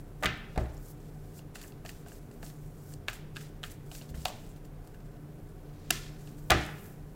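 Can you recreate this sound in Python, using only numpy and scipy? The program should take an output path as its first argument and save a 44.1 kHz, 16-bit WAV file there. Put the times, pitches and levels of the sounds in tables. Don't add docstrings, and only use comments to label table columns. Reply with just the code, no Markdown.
import sys
import numpy as np
from scipy import signal
from scipy.fft import rfft, irfft, next_fast_len
from scipy.io import wavfile
from scipy.ndimage import uniform_filter1d

SR = 44100
rng = np.random.default_rng(int(sys.argv[2]) if len(sys.argv) > 2 else 0)


def gain_from_db(level_db):
    decades = np.asarray(level_db, float) / 20
    return 10 ** decades


def output_pcm(signal):
    pcm = np.clip(np.atleast_2d(signal).T, -1, 1) * 32767
    wavfile.write(sys.argv[1], SR, np.round(pcm).astype(np.int16))


N = 315312


def rms_one(x):
    return x / np.sqrt(np.mean(x ** 2) + 1e-20)


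def peak_one(x):
    return x / np.max(np.abs(x), axis=-1, keepdims=True)


def at_hz(points, hz):
    table_hz, values = np.transpose(points)
    return np.interp(np.log(hz + 1), np.log(table_hz), values)


def band(x, low_hz, high_hz):
    edges = [low_hz, min(high_hz, .45 * SR)]
    return signal.sosfilt(signal.butter(2, edges, "band", fs=SR, output="sos"), x)


def resonance(x, hz, width_hz):
    r = np.exp(-np.pi * width_hz / SR)
    top = np.array([1, 0, -1]) * (1 - r * r) / 2
    return signal.lfilter(top, [1, -2 * r * np.cos(2 * np.pi * hz / SR), r * r], x)


def modes(x, rows):
    out = 0
    for k, (hz, width_hz, db) in enumerate(rows):
        out = out + (-1) ** k * gain_from_db(db) * resonance(x + 1e-18, hz, width_hz)
    return out


def dips(x, rows):
    for hz, width_hz, depth in rows:
        x = x - np.clip(depth, 0, 1) * resonance(x + 1e-18, hz, width_hz)
    return x


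def drift(rate_hz):
    r = np.exp(-2 * np.pi * rate_hz / SR)
    wander = signal.lfilter([1], [1, -2 * r, r * r], rng.standard_normal(N + SR))
    return rms_one(wander[SR:])


def add(track, piece, s):
    at = round(s * SR)
    track[at:at + len(piece)] += piece[:N - at]


# (frequency [Hz], width [Hz], level [dB])
FAN_HUM = [(35.13, 7.8, -51.5), (90.8, 19, -57), (117.1, 11, -63.5), (147.5, 13.6, -54), (180.2, 2.4, -66),
           (232.5, 5.4, -63), (296.6, 17, -64), (403.5, 49, -64), (733, 78, -70), (1503, 34, -80)]
# (frequency [Hz], density [dB per Hz])
FAN_AIR = [(12, -35), (20, -0.5), (40, -11.5), (60, -18), (150, -9), (172, -10), (241, -18), (262, -20.5),
           (293, -11), (328, -19), (399, -16.5), (825, -29), (1480, -34), (4420, -50), (16000, -46.5)]


def background():
    size = next_fast_len(N)
    hz = np.arange(size // 2 + 1) * SR / size
    spectrum = rfft(rng.standard_normal(size)) * gain_from_db(at_hz(FAN_AIR, hz))
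    sound = gain_from_db(-50.5) * rms_one(irfft(spectrum, size)[:N])
    for f, width_hz, db in FAN_HUM:
        white = rng.standard_normal(N + SR)
        hum = resonance(resonance(white, f, width_hz), f, width_hz)
        sound = sound + gain_from_db(db) * rms_one(hum[SR:])
    return sound


# (frequency [Hz], level [dB])
MOTOR_LINES = [(119.8, -58.5), (149.2, -51), (298, -67)]


def motor():
    t = np.arange(N) / SR
    wander, sway = np.cumsum(drift(2.8)) / SR, drift(1.7)
    sound = 0
    for hz, db in MOTOR_LINES:
        sound = sound + gain_from_db(db + 4.1 * sway) * np.sin(2 * np.pi * hz * (t + 0.004 * wander))
    return sound


# (frequency [Hz], t60 [s])
ROOM_DECAY = [(200, 0.29), (700, 0.65), (2000, 0.71), (4000, 0.52), (8000, 0.35), (15000, 0.38)]
# (frequency [Hz], level [dB])
TAIL_COLOUR = [(150, 2.5), (700, -13.5), (1500, -14.5), (3000, -12.5), (6000, -13), (15000, -25)]
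# (frequency [Hz], width [Hz], depth [0-1])
TAIL_DIPS = [(535, 90, .7), (722, 30, .6), (1491, 30, .5), (3200, 900, .25)]


def room(x):
    t, tail = np.arange(SR) / SR, 0
    edges = 120 * 2 ** np.arange(0, 7.6, .5)
    white = rng.standard_normal((2, SR))
    for k, (low, high) in enumerate(zip(edges, edges[1:])):
        hz = np.sqrt(low * high)
        level_db = at_hz(TAIL_COLOUR, hz) - 60 * t / at_hz(ROOM_DECAY, hz)
        tail = tail + band(white[k % 2], low, high) * gain_from_db(level_db)
    onset = np.clip(t / 0.0055, 0, 1)
    early = 1 + 0.5 * gain_from_db(-60 * t / 0.23)
    tail *= onset * gain_from_db(-26.5) * early
    return signal.fftconvolve(x, dips(tail, TAIL_DIPS))[:N]


# (time [s], boom [dB], dullness [dB per octave], push [dB])
LANDINGS = [(0.247, -21, 10, -23), (0.258, -22.5, 8.5, -22.5), (0.575, -16, 12, -17.5),
            (0.611, -15, 7, -26), (4.098, -32.5, 13, -57), (4.141, -31, 22, -40), (4.169, -40, 7, -36),
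            (5.907, -34, 2.5, -30.5), (6.503, -12.5, 2, -23), (6.517, -22.5, 3.5, -22),
            (6.544, -15.5, 4.5, -18)]
# (frequency [Hz], level [dB], t60 [s])
TABLE_MODES = [(43.6, -11.5, 0.14), (64.8, -3.5, 0.38), (66.5, -20.5, 0.18), (112.3, -6, 0.29),
               (119.3, -5, 0.42), (198, -14, 0.71), (240, -19, 0.12), (297, -7, 0.5), (333, -0.5, 0.37),
               (376.5, 0.5, 0.14), (461, -37.5, 0.24), (534, -17, 0.15)]
# (time [s], level [dB])
AIR_PUFFS = [
    (1.852, -44),
    (2.429, -42),
    (3.084, -44),
    (5.9042, -27),
    (0.2365, -29),
]


def table():
    booms, pushes, t = np.zeros(N), np.zeros(N), np.arange(SR * 3 // 4) / SR
    luck = rng.standard_normal((len(LANDINGS), 2, len(TABLE_MODES)))
    for (s, boom_db, dull_db, push_db), (strength, phase) in zip(LANDINGS, luck):
        add(pushes, -gain_from_db(push_db) * signal.windows.hann(round(0.0014 * SR)), s)
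        for (hz, level_db, t60), k, p in zip(TABLE_MODES, strength, phase):
            swell = 1 - np.exp(-t * hz / 0.39)
            mode = swell * gain_from_db(-60 * t / t60) * np.sin(2 * np.pi * hz * t + 2 * p)
            mode_db = boom_db + level_db - dull_db * np.log2(hz / 100) + 2 * k - 12.5
            add(booms, gain_from_db(mode_db) * mode, s)
    for s, push_db in AIR_PUFFS:
        add(pushes, -gain_from_db(push_db) * signal.windows.hann(round(0.0017 * SR)), s)
    return booms, band(pushes, 123, 710)


# (frequency [Hz], width [Hz], level [dB])
TOP_MODES = [(695, 11, -5), (743, 18, -3.5), (805, 19, 1), (1116, 9.5, 0), (1202, 17, 0.5), (1290, 14, -2),
             (1590, 14, -4), (1920, 14, -1.5), (2027, 15, -1.5), (2430, 16, 1), (2530, 20, 4),
             (2820, 15.8, -6), (3150, 22, -8), (3620, 20, -8)]


def table_top(sent):
    return modes(sent, TOP_MODES)


# (time [s], hiss [dB])
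FINGERS = [(0, -77), (0.8, -80), (1.3, -69.5), (1.5, -85), (2.25, -71), (2.7, -73.5), (3.0, -91),
           (4.8, -84), (5.6, -76), (6.1, -91), (6.45, -70.5), (7.15, -76)]
# (time [s], hold [s], fade [s per 20 dB], hiss [dB], rub [dB])
PACKET_SKIDS = [(0.266, .02, 0.12, -62, -70), (0.592, .005, 0.2, -62.5, -66), (1, .005, 0.4, -72, -70),
                (1.078, 0.03, -0.5, -70, -81), (1.552, .003, 0.12, -54, -51),
                (1.614, 0.075, 0.06, -58.5, -72), (1.852, 0.037, 0.13, -59, -63),
                (1.891, .007, 0.03, -52, -66), (1.93, .07, 0.1, -66, -71), (2.073, .11, .02, -61, -67),
                (2.429, 0.049, 0.1, -55, -63.5), (2.662, .003, .06, -65, -74),
                (3.096, .003, 0.02, -52, -73), (3.132, .003, .07, -52, -71.5),
                (3.355, 0.03, 0.13, -59.5, -58), (3.412, .003, 0.1, -53.5, -56),
                (3.635, .003, 0.12, -52.5, -60.5), (3.92, 0.046, 0.18, -56.5, -58.5),
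                (4.147, 0.092, 0.14, -57.5, -61), (4.266, .012, 0.06, -52.5, -72),
                (4.322, 0.18, 0.09, -64.5, -70), (5.926, .003, 0.15, -45, -41),
                (6.19, 0.087, 0.2, -64, -65.5), (6.53, 0.053, 0.23, -55, -47.5)]
# (time of the top [s], rise [s per 20 dB], fade [s per 20 dB], hiss [dB], rub [dB])
CARD_DRAWS = [(0.136, -0.3, 0.2, -63, -80), (0.22, -0.2, 0.16, -63, -80), (0.55, 0.3, 0.4, -74, -64),
              (0.865, .12, 0.14, -61, -73), (0.915, 0.2, 0.03, -57.5, -80), (0.945, 1, -0.1, -59, -80),
              (1.382, .08, .035, -54.5, -69), (2.93, 0.3, 0.05, -58.5, -74),
              (3.716, 0.02, .035, -49.5, -58), (3.96, 0.1, 0.09, -54, -72), (5.896, 0, .012, -56.5, -63),
              (6.044, 0.4, 0.24, -67, -56), (6.81, -0.1, 0.17, -62, -100), (6.862, 0.2, .05, -63, -110),
              (6.92, 1.5, .06, -66, -95)]
# (time [s], hiss [dB])
FINGER_BRUSHES = [(0.004, -61), (0.208, -63), (0.375, -63), (0.742, -62), (3.864, -65), (4.098, -54),
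                  (4.569, -62), (4.653, -62), (4.85, -66), (4.874, -67), (4.948, -66), (5.006, -72),
                  (5.06, -67.5), (5.492, -69.5), (5.8, -70.5), (6.388, -61), (0.975, -74)]


def strokes():
    t = np.arange(N) / SR
    restless, base = 1.7 * drift(14), np.interp(t, *np.transpose(FINGERS))
    power = gain_from_db(2 * np.array([base + restless, base + 2 + restless, -75.5 + 0.4 * restless]))
    # time, rise, hold, fade, hiss, rub, then the top of the hiss against its middle [dB]
    rows = [(s, 0.01, *rest, -1) for s, *rest in PACKET_SKIDS]
    rows += [(s, rise, 0, *rest, -1) for s, rise, *rest in CARD_DRAWS]
    rows += [(s, .015, 0, 0.025, db, db - 5, 1) for s, db in FINGER_BRUSHES]
    for s, rise, hold, fade, hiss_db, rub_db, air_db in rows:
        start = max(round((s - 2 * rise) * SR), 0)
        span = slice(start, round((s + hold + 2 * fade) * SR))
        before, after = (s - t[span]) / rise, (t[span] - s - hold) / fade
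        loss_db = 20 * np.maximum(np.maximum(before, after), 0)
        top_db = hiss_db + air_db + 0.25 * (hiss_db - rub_db - 7.0)
        power[:, span] += gain_from_db(2 * (np.array([[hiss_db], [top_db], [rub_db]]) - loss_db))
    return np.sqrt(power)


def slide():
    levels = strokes()
    sizes = gain_from_db(3.2 * np.minimum(rng.exponential(1, (2, N)), 6))
    grains = rng.standard_normal((3, N)) * sizes[[0, 0, 1]]
    flutter, sway = 1.4 * drift(80), drift(32)
    hiss = rms_one(band(grains[0], 4400, 10300)) * gain_from_db(-4.0 + flutter)
    air_db = -2.0 + 0.4 * flutter + 0.5 * flutter[::-1]
    air = rms_one(band(grains[1], 10600, 18400)) * gain_from_db(air_db)
    rub = rms_one(band(grains[2], 1470, 6000)) * gain_from_db(-1.5 + 2.0 * sway)
    hiss = hiss + resonance(hiss, 7500, 1000) * gain_from_db(1.5 + 5 * sway[::-1] - 6)
    return np.sum(uniform_filter1d(levels, size=200) * [hiss, air, rub], axis=0)


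# (time [s], peak [dB], lower edge [Hz])
FLAT_CRACK = (5.9076, -2.5, 3000)
# (time [s], frequency [Hz], level [dB])
CORNER_TWANGS = [
    (0.7688, 5500, -50),
    (0.7768, 7000, -47),
    (2.9385, 8500, -41),
    (1.556, 7560, -48),
    (4.018, 3800, -50),
    (6.861, 14000, -47),
    (0.578, 7000, -48),
    (0.579, 2800, -46),
]


def twangs():
    out, t = np.zeros(N), np.arange(SR // 30) / SR
    s, peak_db, low_hz = FLAT_CRACK
    add(out, -gain_from_db(peak_db) * peak_one(band(1. * (t == 0), low_hz, 16500)), s)
    for s, hz, db in CORNER_TWANGS:
        decay = gain_from_db(db - 60 * t / .014)
        add(out, decay * np.sin(2 * np.pi * hz * t) * np.clip(t / .0008, 0, 1), s)
    return out


def colour(rows, tick_db):
    s, face, hollow, edge, sharp = np.transpose(rows)
    tick = edge + 0.47 * sharp + tick_db
    return np.transpose([s, edge, face + hollow, face, tick, edge + sharp])


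# (from [Hz], to [Hz], rattle t60 [s], polarity)
CONTACT_VOICES = [
    (2360, 3910, 0.0089, 0.77),
    (549, 870, 0.018, 0.81),
    (1100, 2036, 0.044, -0.78),
    (4380, 8500, 0.019, -1.19),
    (8650, 25000, 0.012, 0.96),
]


def contacts(rows, stretch, click_share, room_db):
    t = np.arange(SR // 12) / SR
    times, levels = np.array(rows)[:, 0], gain_from_db(np.array(rows)[:, 1:] + 3.5)
    rattles, sounds, clicks = rng.standard_normal((len(rows), len(t))), 0, 0
    for (low_hz, high_hz, t60, polarity), level in zip(CONTACT_VOICES, levels.T):
        click = peak_one(band(1. * (t == 0), low_hz, high_hz))
        chatter = peak_one(band(rattles * gain_from_db(-60 * t / (stretch * t60)), low_hz, high_hz))
        sound = polarity * level[:, None] * (0.69 * chatter - click_share * click)
        sounds = sounds + sound
        strength = np.linalg.norm(sound, axis=1, keepdims=True) / np.linalg.norm(click)
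        clicks = clicks + polarity * click * strength
    direct, sent = np.zeros((2, N))
    for s, sound, click in zip(times, sounds, clicks):
        add(direct, sound, s)
        add(sent, gain_from_db(room_db) * click, s)
    return np.array([direct, sent])


# (time [s], face [dB], edge [dB], sharpness [dB])
CORNER_TICKS = [(1.3922, -57, -47.5, -11), (1.722, -63, -50.5, -18), (1.901, -60, -49, -7),
                (2.1192, -49, -53, -3), (2.3136, -57, -56, 0.5), (2.4644, -59.5, -48, -2.5),
                (2.9224, -51, -66, 14), (3.1314, -45, -44, 0), (3.951, -49, -44, -2),
                (4.0212, -61, -45, -12.5), (4.0913, -69, -49.5, -11.5), (4.218, -62, -57, 12),
                (4.5625, -64, -57, -4), (4.6499, -68.5, -63, -11), (4.9454, -52.5, -60.5, -4.5),
                (5.004, -62, -68, 2.5), (6.274, -58, -51, -6), (6.383, -58, -65, 3.5),
                (6.638, -70, -72, 36), (6.652, -70, -70, 36), (6.664, -70, -70, 36)]
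# (time [s], face [dB], edge [dB], sharpness [dB])
NAIL_TICKS = [
    (0.769, -68, -72, 0.5),
    (0.7775, -66, -68, 4),
    (1.6284, -53, -53, 1),
    (2.9382, -54, -58, 10),
    (3.6995, -56, -60, 0.5),
]


def edge_ticks():
    corners = [(s, face, -4, edge, sharp) for s, face, edge, sharp in CORNER_TICKS]
    nails = [(s, face, -4, edge, sharp) for s, face, edge, sharp in NAIL_TICKS]
    ticks = contacts(colour(corners, tick_db=5.5), stretch=1.0, click_share=1.0, room_db=-3.0)
    return ticks + contacts(colour(nails, tick_db=14), stretch=0.71, click_share=1.0, room_db=-11.0)


# (time [s], face [dB], hollowness [dB], edge [dB], sharpness [dB])
DECK_SLAPS = [(0.2254, -32.5, 6, -44, 2), (0.2319, -27, -0.5, -30.5, -2), (0.2361, -24.5, -6, -22.5, -21),
              (0.2434, -25.5, -4, -33, 1), (0.2484, -28, -10, -34, -9), (0.2574, -19, -26, -19, -12),
              (0.2613, -25.5, -12, -18, -43), (0.5593, -40.5, 7, -43, -12), (0.5771, -33.5, 9, -29, -14),
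              (0.6566, -44, 1.5, -52.5, -15.5), (6.5008, -27.5, 8.5, -21.5, -17),
              (6.5046, -17, -5, -11, -7), (6.5106, -22.5, 6.5, -31.5, -13.5),
              (6.5173, -15.5, -6.5, -18.5, -12), (6.5214, -16.5, -11, -39, -13)]
# (frequency [Hz], width [Hz], depth [0-1])
DECK_BOUNCE = [(962, 180, .6), (2750, 120, 0.17), (4620, 1000, 0.16)]


def squared_deck():
    deck = contacts(colour(DECK_SLAPS, tick_db=-5.5), stretch=1.4, click_share=0.39, room_db=4.5)
    deck = dips(deck, DECK_BOUNCE)
    deck[1] = signal.sosfilt(signal.butter(2, 5500, fs=SR, output="sos"), deck[1])
    return deck


# (time [s], face [dB], hollowness [dB], edge [dB], sharpness [dB])
CARD_SNAP = [
    (5.9050, -33, -7, -29, -15),
    (5.9079, -27, -17, -30, 2.5),
    (5.9135, -50, -6, -47, 3),
]
# (frequency [Hz], width [Hz], level [dB])
SINGLE_CARD_MODES = [(700, 130, -0.5), (1570, 210, 2), (2700, 380, 4), (3740, 230, 2), (4300, 450, 1),
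                     (5540, 360, 3), (7200, 1400, -1.5), (9500, 2200, 1), (12500, 3500, 0)]
# (frequency [Hz], width [Hz], depth [0-1])
SNAP_BOUNCE = [(900, 200, .7), (2140, 320, .9)]


def snapped_card():
    card = contacts(colour(CARD_SNAP, tick_db=2.0), stretch=0.55, click_share=3.5, room_db=-4)
    card[0] = dips(1.25 * modes(card[0], SINGLE_CARD_MODES), SNAP_BOUNCE)
    return card


# (time [s], clap [Hz], ring [Hz], buzz [Hz], tick [Hz])
PACKET_PITCHES = [(0, 704, 1625, 2785, 4300), (1.5, 720, 1770, 2700, 4340), (1.8, 650, 1830, 2770, 4300),
                  (2.0, 700, 1625, 2785, 4300), (2.4, 695, 1770, 2785, 4300), (3.0, 720, 1630, 2530, 2900),
                  (3.3, 640, 1610, 2770, 3700), (3.6, 750, 1630, 3200, 3900), (3.8, 700, 1625, 2820, 4300),
                  (4.24, 736, 1500, 2870, 4330), (4.26, 700, 1130, 2870, 4330),
                  (4.4, 704, 1620, 2785, 4300)]
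# (width [Hz], level [dB])
PACKET_MODES = [
    (90, -4.5),
    (200, 2),
    (300, 1.5),
    (450, -1.5),
]
# (frequency [Hz], width [Hz], level [dB])
HIGHEST_MODE = (7200, 1050, -11)


def bend(x):
    out = 0.34 * x + modes(x, [HIGHEST_MODE])
    lifted = np.array(PACKET_PITCHES)[:, 0]
    held = np.searchsorted(lifted, np.arange(N) / SR, side="right") - 1
    for k, (_, *pitches) in enumerate(PACKET_PITCHES):
        for hz, (width_hz, db) in zip(pitches, PACKET_MODES):
            out += gain_from_db(db) * resonance(x * (held == k) + 1e-18, hz, width_hz)
    return out


# (time [s], face [dB], hollowness [dB], edge [dB], sharpness [dB])
PACKET_DROPS = [(1.5555, -37, -4, -39.5, 7), (1.615, -50.5, -8, -39.5, 5), (1.6387, -42.5, -4, -50, -13),
                (1.8502, -41, 3.5, -45, 1), (1.8617, -52, -7, -33.5, -7), (1.8926, -43, -9.5, -34.5, -3),
                (2.0617, -52, 12, -49.5, -0.5), (2.0844, -54, -6, -53, 18), (2.4289, -44.5, 6.5, -39, -5),
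                (2.5002, -58.5, 5, -46.5, -3), (3.0834, -22.5, -9.5, -18.5, -10),
                (3.3672, -33, -19, -31, -4), (3.4101, -50, 2.5, -48, -9), (3.6376, -32.5, -17, -27, -14),
                (3.915, -54, 14, -38, 0), (4.0128, -57, 14, -44, -8), (4.143, -42.5, -18, -64, 3),
                (4.2625, -42, 6, -37, -7), (4.2824, -45, 9, -33, 6), (4.3014, -43.5, 7.5, -48, -4),
                (4.4644, -62, 13, -56, 8), (4.8733, -59, 10, -53, 12), (6.8573, -64, 15, -53, 12)]
# (time [s], face [dB], hollowness [dB],
# edge [dB], sharpness [dB])
FORE_TOUCHES = [
    (3.0787, -43.5, -15, -55, 11),
    (3.361, -40, -12, -41, -9),
    (3.632, -40, -11.5, -39, -3.5),
    (4.2527, -40.5, 6.5, -37, 15),
    (4.2555, -34, 12, -16, -16),
]


def shuffled_packets():
    cards = contacts(colour(PACKET_DROPS, tick_db=-6.5), stretch=1.53, click_share=0.75, room_db=-3)
    cards += contacts(colour(FORE_TOUCHES, tick_db=-2.0), stretch=1.0, click_share=0.95, room_db=-4.5)
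    cards += edge_ticks()
    cards[0] = bend(cards[0])
    return cards


def scene():
    cards, sent = squared_deck() + shuffled_packets() + snapped_card()
    booms, pushes = table()
    hands = cards + twangs() + slide()
    wood = booms + pushes + table_top(sent)
    return (hands + wood + room(sent + pushes) + motor() + background())[None]


def top_cut(x):
    return signal.sosfilt(signal.butter(12, 17340, fs=SR, output="sos"), x)


def record(dry):
    x = signal.sosfilt(signal.cheby2(8, 50, 17250, fs=SR, output="sos"), dry)
    size = next_fast_len(N)
    above = np.arange(size // 2 + 1) * SR / size > 15900
    top = irfft(rfft(x, size) * above, size)[:, :N]
    top_db = 10 * np.log10(np.abs(uniform_filter1d(top ** 2, size=400)) + 1e-20)
    gate = uniform_filter1d(np.clip((top_db + 64) / 4, 0, 1), size=200)
    mix = x - (1 - gate) * top
    return top_cut(mix)


dry = scene()
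out = record(dry)
output_pcm(out)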